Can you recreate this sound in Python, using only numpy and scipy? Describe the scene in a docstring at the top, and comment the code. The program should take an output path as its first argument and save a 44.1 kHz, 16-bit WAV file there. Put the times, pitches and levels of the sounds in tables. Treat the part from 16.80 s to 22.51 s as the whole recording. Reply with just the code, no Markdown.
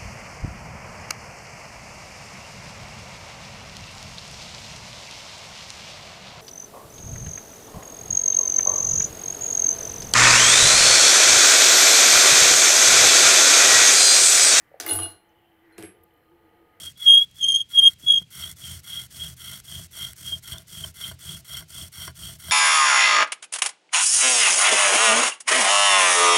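"""Woodland, close by: a bow drill turns a wooden spindle in a hearth board, about four strokes a second.
Early on the smooth tip squeals by stick-slip at the spindle's resonance, later it only chirps.
Dry grinding stops at each turn of the bow: random slips excite wood resonances and hiss in the dust.
The wobbling spindle thrums the bow and board, rattles and knocks in its socket, and crumbs of wood crack.
The cord creaks, and faint echoes from trunks and still air lie behind, as filtered noise."""
import sys
import numpy as np
from scipy import signal
from scipy.fft import rfft, irfft
from scipy.io import wavfile

SR = 44100
rng = np.random.default_rng(int(sys.argv[2]) if len(sys.argv) > 2 else 0)


def materialize(psi):
    """Save the field psi as 16-bit PCM at rate SR to the path in sys.argv[1].

    A 1-D psi becomes a single channel; in a 2-D psi each row is a channel.
    """
    bounded = np.clip(np.atleast_2d(psi).T, -1, 1)
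    quanta = np.round(bounded * 32767).astype(np.int16)
    wavfile.write(sys.argv[1], SR, quanta)


N = 251811


def undb(db):
    """Logarithmic level: decibels to amplitude gain."""
    return 10 ** (np.asarray(db) / 20)


def unit(x):
    """Power normalisation: scale to an rms of 1."""
    return x / np.sqrt(np.mean(x ** 2))


def clock():
    """Uniform sampling: the time of every sample in seconds."""
    return np.arange(N) / SR


def filtered(x, order, hz, kind="low"):
    """Linear filtering: a Butterworth response with its edge or edges at hz."""
    return signal.sosfilt(signal.butter(order, hz, kind, fs=SR, output="sos"), x)


def walk(rate):
    """Band-limited noise: a smooth random course of rms 1, varying up to about `rate` times a second."""
    return unit(filtered(rng.standard_normal(N), 2, rate))


def ring(x, hz, width):
    """Simple resonance: a second-order peak with gain 1 at its centre."""
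    return signal.lfilter(*signal.iirpeak(hz, hz / width, fs=SR), x)


def body(x, modes):
    """Modal superposition: resonances (frequency, width, level) driven by one force."""
    return sum(undb(db) * ring(x, hz, width) for hz, width, db in modes)


def ring_through(x, hz, width):
    """Resonance of moving pitch: kicks of random phase build up a slow complex swing on a carrier."""
    kicks = x * np.exp(2j * np.pi * rng.random(N))
    swing = filtered(kicks, 1, width / 2)
    swing = filtered(swing, 1, 420)
    carrier = np.exp(2j * np.pi * np.cumsum(hz) / SR)
    return unit(np.real(swing * carrier))


def colour(x, points):
    """Spectral shaping: gain interpolated over log frequency between (frequency, level) points."""
    hz, db = np.transpose(points)
    bins = np.maximum(np.fft.rfftfreq(N, 1 / SR), 1)
    gain = undb(np.interp(np.log(bins), np.log(hz), db))
    return irfft(rfft(x) * gain, N)


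def grains(rate, spread_db):
    """Shot noise: random clicks, about `rate` a second, of unequal size."""
    hits = rng.random(N) < rate / SR
    return hits * rng.standard_normal(N) * undb(spread_db * rng.standard_normal(N))


def burst(start, decay):
    """Exponential decay: a dying spray of noise from a sudden start."""
    age = clock() - start
    return (age >= 0) * np.exp(-np.abs(age) / decay) * rng.standard_normal(N)


# Bow strokes, push and pull in turn: (start [s], end [s], pressure [dB])
BOW_STROKES = [(-0.12, 0.126, 0), (0.171, 0.454, -2), (0.541, 0.829, -4), (0.886, 1.145, -2.5),
               (1.181, 1.433, -4), (1.501, 1.742, 0), (1.758, 2.009, .5), (2.029, 2.275, 0),
               (2.298, 2.547, 0.4), (2.563, 2.813, -0.5), (2.833, 3.074, .5), (3.107, 3.336, 0),
               (3.356, 3.602, 0), (3.621, 3.838, 0), (3.868, 4.119, 0), (4.138, 4.353, 0),
               (4.386, 4.617, .5), (4.644, 4.85, -.5), (4.877, 5.093, 0), (5.116, 5.322, -0.5),
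               (5.344, 5.575, -0.5), (5.584, 5.802, -1)]


def bow():
    """Reciprocating drive: relative speed (0 at each turn of the bow), pull flag and pressure in dB."""
    t, speed, pulled, pressure_db = clock(), np.zeros(N), np.zeros(N), np.zeros(N)
    fastest = .53  # share of the stroke elapsed when the bow is fastest
    for k, (start, end, db) in enumerate(BOW_STROKES):
        on = (t > start) & (t < end)
        u = (t[on] - start) / (end - start)
        # warp the stroke so that the half-sine peaks at the fastest moment
        warped = u * (1 - fastest) / (u * (1 - fastest) + fastest * (1 - u))
        speed[on] = np.sin(np.pi * warped)
        pulled[on], pressure_db[on] = k % 2, db
    return speed, pulled, pressure_db


def turns(speed, top_hz):
    """Rotational modulation: the tip's lean presses once a turn, its oval shape twice a turn."""
    turns_hz = top_hz * speed ** .25 * (1 + .05 * walk(12))
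    phase = 2 * np.pi * np.cumsum(turns_hz) / SR
    return 0.54 * np.cos(phase) + 1.0 * np.cos(2 * phase + 1)


# Part levels as the socket wears: (time [s], rattle [dB re thrum force], wood [dB], thrum [dB])
SOCKET_WEAR = [(0, -15, 0.5, -8), (0.698, -24, -3.5, -13.5), (1.551, -21, -2, -0.5), (3.5, -20, -1.5, 0.5),
               (5.3, -19.5, 1, 2)]


def wear():
    """Slow parameter drift: rattle, wood and thrum levels in dB, straight lines between the points."""
    s, *columns = np.transpose(SOCKET_WEAR)
    return [np.interp(clock(), s, c) for c in columns]


# Moments late in a pull when the cord slips on the spindle: (time [s])
CORD_SLIP_TIMES = [3.739, 4.32, 4.812, 5.276]


def slackening(slip_db=-9):
    """Loss of traction: a slipping cord lowers the force until just after the stroke ends."""
    t, loss_db = clock(), np.zeros(N)
    for s in CORD_SLIP_TIMES:
        end = min(stroke[1] for stroke in BOW_STROKES if stroke[1] > s)
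        loss_db += slip_db * np.interp(t, [s - .004, s + .004, end, end + .02], [0, 1, 1, 0])
    return undb(loss_db)


def friction(speed, start_share, end_share):
    """Sliding friction: rubbing bites as soon as the tip moves, grows with speed and tapers as it slows."""
    moving = np.tanh(speed / .06)
    # part of the force that does not depend on speed
    share = np.where(np.gradient(speed) > 0, start_share, end_share)
    return moving * (share + (1 - share) * speed)


# Resonances of spindle and board:
# (frequency [Hz], width [Hz], level when pushed [dB], level when pulled [dB])
WOOD_MODES = [(1420, 42, -1.5, 1.5), (1527, 130, -5.5, -4.5), (2057, 93, -5.5, 1), (3070, 250, -1, -3),
              (4433, 270, -1, -3), (5574, 134, 2.5, 3.5), (8700, 830, 3, -1.5), (12690, 990, -10.5, -9.5)]
# Spectrum of the hiss in the wood dust:
# (frequency [Hz], level when pushed [dB], level when pulled [dB])
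DUST_HISS = [(298, -13.5, -25), (800, -24.5, -32), (1200, -14, -22.5), (2210, -6, -8), (2215, -16, -24),
             (4100, -13.5, -12.5), (5280, -5.5, -16.5), (6000, -4.5, -11), (9600, -8, -9.5),
             (12400, -6.5, -7.5), (14000, -11.5, -19), (16000, -11.5, -12)]


def grinding(speed, pulled, bumps, gain, wood_db):
    """Random friction excitation: tiny slips ring the wood and hiss in dust, coloured by the lean each way."""
    pressure = undb(1.1 * bumps + 1.0 * walk(90) + 1.0 * walk(22))
    slips = unit(grains(6000 + 12000 * speed, spread_db=1.5)) * pressure * gain
    # dust hisses from the first movement; the wood needs more speed
    wood_force = friction(speed, start_share=.25, end_share=0.19) * undb(wood_db + 0.85 * walk(30))
    dust_force = friction(speed, start_share=0.58, end_share=0.56)
    out = 0
    for way, share in enumerate([1 - pulled, pulled]):
        modes = np.array(WOOD_MODES)[:, [0, 1, 2 + way]]
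        dust = np.array(DUST_HISS)[:, [0, 1 + way]]
        out = out + body(slips * share * wood_force, modes)
        # random signs make the hiss independent of the wood sound
        out = out + colour(slips * share * dust_force * rng.choice([-1, 1], N), dust)
    return out


def stick_slip(swing, hz, bumps, chatter, second_db, third_db, fourth_db=-42):
    """Stick-slip oscillation: pressure bends the pitch, overtones grow with the limited swing."""
    waver_hz = 12 * walk(35) + 7 * walk(160) - 14 * bumps
    phase = 2 * np.pi * np.cumsum(hz + waver_hz) / SR
    # extra chatter before the squeal locks; it fades as the swing grows past about -30.5 dB
    chatter = chatter + 0.4 * np.exp(-swing / undb(-30.5))
    # missed slips shake both the swing and its phase
    shake_in = unit(ring(walk(130), 82, 81))
    shake_across = unit(ring(walk(200), 110, 44))
    shake = 1 + chatter * (shake_in + .6j * shake_across) / np.sqrt(2)
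    swing, phase = swing * np.abs(shake), phase + np.angle(shake)
    limit = .54  # largest rms swing that friction can feed
    swing = swing / (1 + (swing / limit) ** 6) ** (1 / 6)
    flutter_db = 4.5  # random spread of each overtone's level
    overtones = 0
    for k, db in enumerate([second_db, third_db, fourth_db], 2):
        level = undb(db + flutter_db * walk(55))
        overtones = overtones + level * np.sin(k * phase + 0.37 * walk(140))
    return np.sqrt(2) * swing * (np.sin(phase) + overtones * (swing / 0.5) ** 0.27)


# Squeals of the polished tip, one curve for each of four early strokes:
# (time [s], pitch before waver [Hz], level before throb and chatter [dB])
SQUEAL_CURVES = [
    [(0.19, 3360, -51), (0.224, 3330, -32.5), (0.248, 3296, -34.5), (0.272, 3286, -11), (0.282, 3241, -6.5),
     (0.384, 3270, -10.5), (0.4, 3286, -18.5), (0.428, 3316, -18), (0.46, 3323, -56)],
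    [(0.58, 3390, -52), (0.638, 3198, -16.5), (0.678, 3242, -25), (0.692, 3216, -15.5), (0.736, 3215, -24),
     (0.754, 3213, -13), (0.79, 3295, -30.5), (0.814, 3246, -22.5), (0.84, 3230, -53.5)],
    [(0.91, 3310, -55.5), (0.948, 3277, -26), (0.992, 3259, -6), (1.016, 3174, -25), (1.026, 3253, -14),
     (1.078, 3235, -5), (1.11, 3246, -51)],
    [(1.25, 3340, -42), (1.258, 3360, -44.5), (1.276, 3320, -18.5), (1.294, 3302, -11.5), (1.35, 3277, -19),
     (1.376, 3238, -15.5), (1.41, 3280, -45)],
]
# How each squeal slips: (chatter [0-1], throb with the turning [dB per unit of bump],
# second harmonic [dB], third harmonic [dB])
SQUEAL_SLIPPING = [(0.1, 2.3, -34.5, -29), (0.31, 1.5, -13, -20.5), (0.07, -2, -33.5, -25),
                   (0.18, 4, -26.5, -29)]


def squeals(bumps, fade_s=0.037):
    """Friction-driven self-oscillation: squeals throb with the turning; returns sound and mean swing."""
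    t, swing = clock(), np.zeros(N)
    starts = [curve[0][0] for curve in SQUEAL_CURVES]
    which = np.maximum(np.searchsorted(starts, t) - 1, 0)
    chatter, throb_db, second_db, third_db = np.array(SQUEAL_SLIPPING)[which].T
    for curve in SQUEAL_CURVES:
        s, _, db = np.transpose(curve)
        fade = np.interp(t, [s[0] - fade_s, s[0], s[-1], s[-1] + fade_s], [0, 1, 1, 0])
        swing += undb(np.interp(t, s, db)) * fade
    s, hz, _ = np.concatenate(SQUEAL_CURVES).T
    pitch_hz = np.interp(t, s, hz)
    throbbing = swing * undb(throb_db * bumps)
    return stick_slip(throbbing, pitch_hz, bumps, chatter, second_db, third_db), swing


# Brief catches of the tip: (time [s], pitch before waver [Hz], level before chatter [dB], swell time [s])
TIP_CHIRPS = [(0.076, 3260, -33.5, 0.0087), (2.18, 3271, -31.5, 0.0075), (2.425, 3271, -31, 0.0095),
              (3.232, 3225, -34.5, 0.019), (3.484, 3273, -33.5, 0.01), (3.535, 3223, -24.5, 0.0093),
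              (3.732, 3250, -29.5, 0.0012), (3.783, 3547, -41.5, 0.0026), (4.042, 3164, -26, 0.00223),
              (4.25, 3204, -31.5, .01)]


def chirps(bumps):
    """Transient stick-slip: the tip grips briefly, and the swing swells and dies as a hyperbolic secant."""
    t, swing = clock(), np.zeros(N)
    for s, _, db, swell in TIP_CHIRPS:
        swing += undb(db) / np.cosh(np.minimum(np.abs(t - s) / swell, 20))
    s, hz, _, _ = np.transpose(TIP_CHIRPS)
    return stick_slip(swing, np.interp(t, s, hz), bumps, chatter=0.054, second_db=-49, third_db=-41)


# Spindle resonance: (frequency when pushed [Hz], frequency when pulled [Hz], width [Hz]);
# both frequencies hold at 0.85 of full speed
SPINDLE_MODE = (3265, 3246, 74)


def spindle_ring(speed, pulled, bumps, gain):
    """Noise-driven resonance: slips make the spindle sing hoarsely and fitfully, flatter when it turns fast."""
    push_hz, pull_hz, width = SPINDLE_MODE
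    bend_hz = 130 * (.85 - speed)
    hz = np.where(pulled, pull_hz, push_hz) + bend_hz + 40 * walk(30)
    slips = grains(1500 + 3000 * speed, spread_db=3.5) * undb(2 * bumps + 2 * walk(35))
    return gain * (0.68 * speed + 0.34 * speed ** 5) * ring_through(slips, hz, width)


# Low resonances of bow, board and ground: (frequency [Hz], width [Hz], level [dB])
THRUM_MODES = [(84.8, 17, 4.5), (126.2, 8.4, 4), (158.7, 11, 1), (290, 59, -12.5)]
# Resonances of the loose socket: (frequency [Hz], width [Hz], level [dB])
SOCKET_MODES = [(380, 52, -0.5), (654.3, 43, 3.5), (1010, 220, -8), (1460, 130, -13)]


def wobble(speed, bumps, gain, rattle_db, lag=.012):
    """Forced vibration: jolts thrum bow and board a little behind the stroke, and taps rattle the socket."""
    t = clock()
    shove = np.interp(t - lag, t, gain * speed)
    jolts = unit(grains(1500, spread_db=1.0) * undb(4 * bumps))
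    thrum = filtered(body(jolts * shove, THRUM_MODES), 3, [52, 200], "band")
    taps = unit(grains(700, spread_db=4.5) * undb(4 * bumps)) * shove * undb(rattle_db)
    return thrum + ring(body(taps, SOCKET_MODES), 660, 670)


# Jumps and scuffs of the spindle in its socket, levels before the resonances:
# (time [s], clack [dB], thump [dB], decay [s])
SPINDLE_KNOCKS = [(1.203, -35, -21.5, 0.002), (1.234, -48, -21, 0.038), (1.414, -35, -14.5, .009),
                  (3.527, -18.5, -42, 0.0017), (3.736, -26, -26, 0.037), (4.04, -24.5, -46, 0.017),
                  (4.314, -24.5, -17, 0.016), (4.804, -23.5, -22.5, 0.017), (5.277, -15.5, -12.5, 0.013),
                  (5.684, -20.5, -39, 0.01)]


def knocks(wood_db=-6):
    """Impact excitation: each jump of the spindle clatters in the socket and thumps the board."""
    contacts = unit(grains(3500, spread_db=2))  # breaks the clack into separate touches
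    clacks, thumps = np.zeros(N), np.zeros(N)
    for s, clack_db, thump_db, decay in SPINDLE_KNOCKS:
        spray = burst(s, decay)
        clacks += undb(clack_db) * spray * contacts
        thumps += undb(thump_db) * spray
    pushed_wood = [m[:-1] for m in WOOD_MODES]
    clatter = body(clacks, SOCKET_MODES) + undb(wood_db) * body(clacks, pushed_wood)
    return ring(clatter, 1500, 2200) + ring(body(thumps, THRUM_MODES), 110, 179)


# The loudest crumbs of wood that crack under the tip: (time [s], level before colouring [dB])
LOUD_CRACKS = [(0.513, -38.5), (1.715, -21.5), (2.197, -27), (2.801, -23.5), (3.154, -26), (3.333, -26),
               (3.731, -21), (3.783, -24), (4.807, -30), (5.276, -19)]


def cracks(speed, decay=0.00092, wood_db=-10):
    """Brittle fracture: crumbs snap, a few loudly and more at random while the tip turns, as bright ticks."""
    grit_per_s, grit_db = 12, -38  # random crumbs: rate at full speed, level before colouring
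    fading = np.exp(-1 / (decay * SR))
    grit = signal.lfilter([1], [1, -fading], grains(grit_per_s * speed, spread_db=9.5))
    snaps = undb(grit_db) * grit * rng.standard_normal(N)
    snaps = snaps + sum(undb(db) * burst(s, decay) for s, db in LOUD_CRACKS)
    pushed_dust = np.array(DUST_HISS)[:, :2]
    pushed_wood = [m[:-1] for m in WOOD_MODES]
    return colour(snaps, pushed_dust) + undb(wood_db) * body(snaps, pushed_wood)


def cord(speed, bumps, hz=310, width_hz=150, level_db=-66):
    """Frictional creak: small slips of the winding cord, dulled by one resonance applied twice."""
    creaks = grains(600, spread_db=4) * undb(2 * bumps)
    dulled = ring(ring(creaks, hz, width_hz), hz, width_hz)
    return undb(level_db) * speed * unit(dulled)


def trees(x, echo_db, t60):
    """Diffuse scattering: faint echoes from the trunks around, convolved and dull in the treble."""
    t = clock()
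    echoes = grains(900, spread_db=2) * undb(-60 * t / t60) * (t > .02)
    echoes = undb(echo_db) * echoes / np.sqrt(np.sum(echoes ** 2))
    return filtered(signal.fftconvolve(x, echoes)[:N], 2, 5000)


# Spectrum of still woodland air, its shape only: (frequency [Hz], relative density [dB])
AIR_SPECTRUM = [(20, -25), (45, -2.5), (80, -1), (130, 0.5), (230, -10), (500, -20.5), (1200, -26.5),
                (3000, -18), (8000, -25), (16000, -37)]


def woodland_air(level_db=-58.5):
    """Broadband background noise: shaped noise whose level drifts slightly."""
    noise = unit(colour(rng.standard_normal(N), AIR_SPECTRUM))
    return undb(level_db + 0.91 * walk(15)) * noise


def scene():
    """Common drive and superposition: the bow's motion governs the rubbing parts, and all parts add."""
    speed, pulled, pressure_db = bow()
    rattle_db, wood_db, thrum_db = wear()
    bumps = turns(speed, top_hz=26.78)  # spindle turns a second at full speed
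    force = slackening()

    def by_way(push, pull):
        """Directional asymmetry: one value for pushes, another for pulls."""
        return np.where(pulled, pull, push)

    squeal, swing = squeals(bumps)
    # while the tip is locked in a squeal, the random slips weaken
    unlocked = undb(-7 * np.tanh((swing / 0.23) ** 2))
    # a pull grinds and rings harder than a push
    grind_gain = undb(by_way(-37, -32) + pressure_db) * force * unlocked
    ring_gain = undb(by_way(-43, -39) + 3.4 * pressure_db) * force  # 3.4 dB of ring per dB of pressure
    thrum_gain = undb(by_way(-21, -22.5) + thrum_db)
    drill = grinding(speed, pulled, bumps, grind_gain, wood_db) + squeal + chirps(bumps)
    drill = drill + spindle_ring(speed, pulled, bumps, ring_gain)
    drill = drill + wobble(speed, bumps, thrum_gain, rattle_db)
    drill = drill + knocks() + cracks(speed) + cord(speed, bumps)
    return (drill + trees(drill, echo_db=-49.5, t60=0.94) + woodland_air())[None]


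def record(dry):
    """Even-order distortion: the microphone bends the loudest swings one way, a faint thump; the top is cut."""
    bend = .11 * (dry * dry) ** 3
    bent = dry + filtered(bend, 2, 24, "high")
    top_hz = 15850
    return signal.sosfilt(signal.ellip(10, .2, 70, top_hz, fs=SR, output="sos"), bent)


dry = scene()
out = record(dry)
materialize(out)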